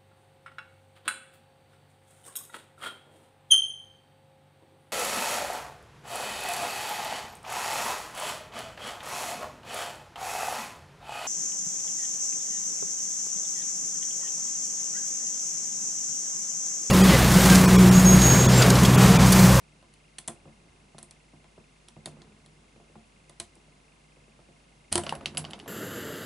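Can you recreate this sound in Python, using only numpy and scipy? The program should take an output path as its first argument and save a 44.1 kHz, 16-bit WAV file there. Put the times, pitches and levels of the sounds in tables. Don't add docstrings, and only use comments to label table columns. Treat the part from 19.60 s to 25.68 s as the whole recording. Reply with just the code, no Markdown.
import sys
import numpy as np
from scipy import signal
from scipy.fft import rfft, irfft
from scipy.io import wavfile

SR = 44100
rng = np.random.default_rng(int(sys.argv[2]) if len(sys.argv) > 2 else 0)


def pcm_store(signal):
    levels = np.round(np.clip(np.atleast_2d(signal), -1, 1) * 32767)
    wavfile.write(sys.argv[1], SR, levels.astype(np.int16).T)


N = 268039
TIME = np.arange(N) / SR
RING_T = np.arange(SR // 3) / SR
OPEN_S = 5.32

# frequency in Hz, relative level in dB, 60 dB decay time in seconds.
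MOUNT_MODES = [(87.5, -3.5, 0.28), (151.2, 0.5, 0.21), (214, -2.5, 0.16), (224.6, -3.5, 0.25),
               (269, -25, 0.057), (345.2, -3.5, 0.14), (450, -21, 0.068)]
BARREL_MODES = [(544, -2, 0.078), (674, 2, 0.077), (697.5, -4, 0.18), (728, 5, 0.031), (951, 3.5, 0.019),
                (972, -4, 0.096), (1106, -3, 0.047), (1310, 10, 0.0048)]
WHEEL_MODES = [(1910, -8, 0.033), (3260, -0.5, 0.025), (3800, 1, 0.0079), (4240, 3.5, 0.013),
               (4700, 0, 0.0091), (6200, 1, 0.015)]
DETENT_MODES = [(6670, -5, 0.00064), (8030, -9, 0.02), (8900, 6, 0.005), (9500, 4.5, 0.015),
                (10650, 12.5, 0.012), (10540, -19.5, 0.014)]

# start in seconds, strength in dB, metal edge in dB, weight behind the blow in dB.
SNAP_BLOWS = [(0.2268, -63.5, -6, 13.5), (0.3386, -56.5, 0, -1), (0.5842, -37, -4, -10),
              (0.5881, -47, 10.5, 2), (0.6773, -41.5, 11.5, 4.5), (0.6815, -37, 8.5, 7),
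              (1.3823, -46, -7, 5), (1.3868, -49.5, 5, -3), (1.4288, -53.5, 13.5, 3.5), (1.432, -58, 8, -4),
              (1.5098, -48, 0, -3.5), (1.8427, -62, -12, 12.5), (2.285, -48.5, -0.5, -4),
              (2.4583, -35, 0.5, -0.5), (2.6185, -48.5, -15, -0.5), (2.8608, -55, -2.5, 2.5),
              (3.6958, -52.5, 2.5, 7), (3.7998, -33.5, 2.5, -2), (3.9544, -62, 6, -3),
              (5.3215, -38.5, -4, 6.5), (5.3263, -25, 7, -4.5), (5.3556, -22, 2, 2),
              (5.3786, -28, 3.5, 7.5)]
RATTLE_BLOWS = [(5.4361, -38.5, 1, 6), (5.4662, -31.5, -31, 5), (5.4927, -26.5, -12, -8),
                (5.5248, -46.5, 3, 21), (5.5519, -43, 1, 8.5), (5.6102, -55.5, -20, 21),
                (5.658, -22, -16.5, -12), (5.7487, -50.5, -3, 13), (5.7719, -24.5, -4.5, -8.5),
                (5.7773, -37.5, 14.5, -6), (5.7825, -42, 0, 2.5), (5.8422, -44, -15, 9),
                (5.8501, -34, -23, -15), (5.9037, -55, 2, 10), (5.9084, -42, -5.5, -8),
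                (5.9335, -33, -27.5, -3), (5.9913, -48, -4, -11), (5.999, -39.5, -20, -8),
                (6.0594, -56, -22, 19.5)]


def undb(db):
    return 10 ** (np.asarray(db) / 20)


def unit(x):
    return x / np.sqrt(np.mean(x ** 2))


def band(x, lo_hz, hi_hz):
    edges = [lo_hz, min(hi_hz, .45 * SR)]
    return signal.sosfilt(signal.butter(2, edges, "band", fs=SR, output="sos"), x)


def add(track, s, sound):
    i = max(int(s * SR), 0)
    track[:, i:i + sound.shape[-1]] += sound[..., :max(N - i, 0)]


def fade(t60):
    return np.exp(-np.log(1000) * RING_T / t60)


def sine(hz, t=RING_T):
    return np.sin(2 * np.pi * hz * t)


def spread(mid, side):
    return np.array([mid + side, mid - side])


def background():
    # frequency in Hz, relative level in dB per Hz.
    air_colour = [(20, -16), (50, -10), (95, -6.5), (155, -3.5), (230, -5.5), (400, -10), (700, -12.5),
                  (1600, -18.5), (3000, -18.5), (5000, -22), (10800, -24.5), (13000, -82)]
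    # frequency in Hz, side minus mid in dB.
    air_width = [(60, -14), (110, -15), (190, -10.5), (340, -4), (620, -0.5), (1100, 1), (1980, 0.5),
                 (3540, -3.5), (6330, -6.5), (11300, -10.5)]
    # frequency in Hz, rms level in dB.
    hum_lines = [(49.5, -66.5), (150.3, -69.5), (210, -78.5)]
    air_db = -61.5

    log_hz = np.log(np.maximum(np.arange(N // 2 + 1) * SR / N, 1))
    colour_hz, colour_db = np.transpose(air_colour)
    width_hz, width_db = np.transpose(air_width)
    colour = undb(np.interp(log_hz, np.log(colour_hz), colour_db))
    width = undb(np.interp(log_hz, np.log(width_hz), width_db))
    mid, side = rfft(rng.standard_normal((2, N))) * colour
    air = undb(air_db) * unit(spread(irfft(mid, N), irfft(side * width, N)))

    waver = np.interp(TIME, np.linspace(0, N / SR, num=40), rng.standard_normal(size=40))
    hum = sum(undb(db) * unit(np.sin(2 * np.pi * hz * TIME + 0.1 * waver)) for hz, db in hum_lines)
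    return air + hum


def camera(scatter_db, detune):
    # start within the round in seconds, length in seconds, frequency in Hz, peak in dB.
    whistles = [(0.04, 0.0051, 2523, -60), (0.00205, 0.013, 2120, -65.5), (.0095, 0.011, 2770, -66.5),
                (0.014, 0.0076, 2090, -70)]
    rounds_hz = 25

    out = np.zeros((2, N))
    for start in np.arange(0, N / SR, 1 / rounds_hz):
        chance = rng.standard_normal((len(whistles), 2))
        for (s, length, hz, db), (louder, higher) in zip(whistles, chance):
            t = RING_T[:int(length * SR)]
            gain = undb(db + scatter_db * louder) * np.hanning(len(t))
            add(out, start + s, gain * sine(hz * (1 + detune * higher), t))
    return out


def room(x, wet_db, t60):
    onset_s, side_share = 0.00057, 0.47
    shape = fade(t60) * (1 - np.exp(-RING_T / onset_s))
    mid, side = rng.standard_normal((2, len(RING_T))) * shape / np.linalg.norm(shape)
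    tail = signal.fftconvolve(x[None], spread(mid, side_share * side), axes=1)
    return undb(wet_db) * tail[:, :len(x)]


def ring(modes, detune, scatter_db):
    chance = rng.standard_normal((len(modes), 2))
    out = np.zeros(len(RING_T))
    for k, ((hz, db, t60), (louder, higher)) in enumerate(zip(modes, chance)):
        sign = (-1) ** k
        out += sign * undb(db + scatter_db * louder) * fade(t60) * sine(hz * (1 + detune * higher))
    return out


def strikes(blows, modes, lo_hz, hi_hz, attack_s, crack_db, crack_t60, detune, wet_db, room_t60):
    out, n = np.zeros((2, N)), int(attack_s * SR)
    even = unit(band(signal.unit_impulse(len(RING_T)), lo_hz, hi_hz))
    for s, db in blows:
        tone = ring(modes, detune, scatter_db=2.5)
        crack = rng.standard_normal(len(RING_T)) * fade(crack_t60)
        tone, crack = band(np.array([tone, crack]), lo_hz, hi_hz)
        hit = tone / np.std(tone[:n]) + undb(crack_db) * crack / np.std(crack[:n])
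        hit = undb(db) * hit / np.std(hit[:n])
        own_tail = room(hit, wet_db, room_t60)
        even_tail = room(np.std(hit) * even, wet_db, room_t60)
        add(out, s, hit + (own_tail + even_tail) / np.sqrt(2))
    return out


def contacts(rows):
    s, db, edge, _ = np.transpose(rows)
    return np.c_[s, db], np.c_[s, db + edge]


def carried(rows, share_db):
    s, db, _, weight = np.transpose(rows)
    return np.c_[s, db + weight + share_db]


def stroke(s, hold_s, attack_s, fall_db_per_s):
    t = TIME - s
    return np.clip(t / attack_s, 0, 1) * undb(-fall_db_per_s * np.maximum(t - hold_s, 0))


def effort():
    # start in seconds, hold in seconds, rumble in dB.
    turns = [(0.68, 0.52, -62), (2.388, 0.27, -55.5), (2.68, 0.5, -62.5), (3.794, 0.41, -65)]
    # start in seconds, hold in seconds, scrape in dB, rumble in dB.
    tugs = [(5.315, 0.024, -50.5, -38), (5.44, 0.085, -62, -47), (5.774, 0.0071, -50, -39)]
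    rest_db, drag_scrape_db, drag_rumble_db = -70, -72.5, -46
    turn_attack_s, turn_fall = 0.085, 51
    tug_attack_s, scrape_fall, rumble_fall = 0.0043, 480, 130

    sliding = stroke(OPEN_S, N / SR, tug_attack_s, rumble_fall)
    scrape = [undb(drag_scrape_db) * sliding]
    rumble = [np.full(N, undb(rest_db)), undb(drag_rumble_db) * sliding]
    for s, hold, db in turns:
        rumble.append(undb(db) * stroke(s, hold, turn_attack_s, turn_fall))
    for s, hold, scrape_db, rumble_db in tugs:
        scrape.append(undb(scrape_db) * stroke(s, hold, tug_attack_s, scrape_fall))
        rumble.append(undb(rumble_db) * stroke(s, hold, tug_attack_s, rumble_fall))
    return np.max(scrape, axis=0), np.max(rumble, axis=0)


def rub(modes, lo_hz, hi_hz, per_s, size_db, grit_db):
    happens = rng.random(N) < per_s / SR
    size = undb(size_db * np.minimum(rng.exponential(size=N), 4))
    slips = happens * rng.standard_normal(N) * size
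    rung = signal.fftconvolve(slips, ring(modes, detune=0, scatter_db=0))[:N]
    return unit(unit(rung) + undb(grit_db) * unit(band(slips, lo_hz, hi_hz)))


def handling():
    metal = rub(DETENT_MODES, 8970, 9000, per_s=7200, size_db=-1, grit_db=-9.0)
    plastic = rub(WHEEL_MODES, 1050, 4700, per_s=2500, size_db=1, grit_db=12)
    mount = rub(MOUNT_MODES, 73, 353, per_s=1500, size_db=2.5, grit_db=-0.5)
    barrel = rub(BARREL_MODES, 460, 1440, per_s=1200, size_db=2.5, grit_db=9.0)
    scrape, rumble = effort()
    scraping = scrape * (metal + undb(5) * plastic)
    rumbling = rumble * (undb(-2.0) * mount + undb(-12.5) * barrel)
    rubbing = scraping + rumbling
    return rubbing + room(rubbing, wet_db=-14.0, t60=0.31)


def body():
    # start in seconds, strength in dB.
    soft_bumps = [(0.6978, -48), (0.8552, -52), (0.8737, -52), (1.0548, -62), (1.3467, -52),
                  (1.7348, -53.5), (1.9783, -49.5), (2.3658, -48), (2.474, -45), (2.5695, -54.5),
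                  (3.1609, -55), (3.1999, -56.5), (3.2973, -60), (3.355, -48.5), (3.966, -57.5),
                  (4.0821, -61), (4.569, -59.5), (4.6804, -60), (4.791, -56), (4.8867, -58)]
    thuds = np.vstack([carried(SNAP_BLOWS, share_db=-14), carried(RATTLE_BLOWS, share_db=-20), soft_bumps])
    knocks = np.vstack([carried(SNAP_BLOWS, share_db=-11.5), carried(RATTLE_BLOWS, share_db=-8.5)])
    pats = [(s, db - 4.5) for s, db in soft_bumps]

    thud = strikes(thuds, MOUNT_MODES, 110.4, 605, attack_s=0.0158, crack_db=-2, crack_t60=0.037,
                   detune=0, wet_db=-8.5, room_t60=0.31)
    knock = strikes(knocks, BARREL_MODES, 420, 1600, attack_s=0.0048, crack_db=-7.5, crack_t60=0.0031,
                    detune=0, wet_db=-2.5, room_t60=0.18)
    pat = strikes(pats, BARREL_MODES, 515, 800, attack_s=0.0052, crack_db=6.5, crack_t60=0.0069,
                  detune=0, wet_db=-4, room_t60=0.21)
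    return thud + knock + pat


def after_ring():
    # frequency in Hz, relative level in dB, 60 dB decay time in seconds.
    lock_modes = [(350.7, 1, 0.17), (727, -11, 0.088), (855, -6.5, 0.057), (1025, -5, 0.12)]
    spring_modes = [(10020, -16.5, 0.11)]
    vice_hz, vice_db, vice_t60 = 90, -38, 0.33
    stop_s, stop_hz, stop_db, stop_t60 = 5.5247, 900, -17.5, 0.016

    out = np.zeros((2, N))
    _, ticks = contacts(SNAP_BLOWS)
    for s, db in ticks:
        add(out, s, undb(db) * ring(spring_modes, detune=.008, scatter_db=3))
    for s, db in carried(SNAP_BLOWS, share_db=-9.5):
        add(out, s, undb(db) * ring(lock_modes, detune=0.012, scatter_db=3.0))
    add(out, OPEN_S, undb(vice_db) * fade(vice_t60) * sine(vice_hz))
    add(out, stop_s, undb(stop_db) * fade(stop_t60) * sine(stop_hz))
    return out


def notches():
    start_hz, rise_hz_per_s = 2720, 432
    over_clack_db, t60 = 2, 0.0086
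    out = np.zeros((2, N))
    clacks, _ = contacts(SNAP_BLOWS)
    for s, db in clacks:
        hz = start_hz + rise_hz_per_s * s
        add(out, s, undb(db + over_clack_db) * fade(t60) * sine(hz))
    return out


def wheels():
    clacks, ticks = contacts(SNAP_BLOWS)
    clack = strikes(clacks, WHEEL_MODES, 1530, 6070, attack_s=0.0016, crack_db=-5, crack_t60=0.031,
                    detune=0.046, wet_db=-8.5, room_t60=0.19)
    tick = strikes(ticks, DETENT_MODES, 7430, 10100, attack_s=0.0025, crack_db=4.0, crack_t60=0.0089,
                   detune=0.038, wet_db=-8.5, room_t60=0.17)
    return clack + tick


def pin():
    # frequency in Hz, relative level in dB, 60 dB decay time in seconds.
    socket_modes = [(2050, -17, 0.0057), (2650, -2, 0.0079), (3040, 1.5, 0.0088), (3720, -10, 0.0081),
                    (4640, -4.5, 0.0059), (5650, -10, 0.0024)]
    pin_modes = [(6950, -12, .004), (7900, 6, 0.011), (8750, -4, .005), (9750, -12, 0.0093),
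                 (10680, 5, 0.029)]
    clacks, ticks = contacts(RATTLE_BLOWS)
    clack = strikes(clacks, socket_modes, 1700, 5440, attack_s=0.002, crack_db=-7.0, crack_t60=0.02,
                    detune=0.021, wet_db=-8.5, room_t60=0.15)
    tick = strikes(ticks, pin_modes, 7100, 14500, attack_s=0.0014, crack_db=-2.5, crack_t60=0.016,
                   detune=0.0114, wet_db=-5.5, room_t60=0.14)
    return clack + tick


def scene():
    around = background() + camera(scatter_db=2.5, detune=0.0018)
    lock = handling() + body() + after_ring() + notches() + wheels()
    barrel_end = lock * undb([[-.7], [-.1]])
    socket_end = pin() * undb([[-1.5], [.4]])
    return around + barrel_end + socket_end


def record(dry):
    top_hz = 11130
    return signal.sosfiltfilt(signal.ellip(8, .1, 45, top_hz, fs=SR, output="sos"), dry)


dry = scene()
out = record(dry)
pcm_store(out)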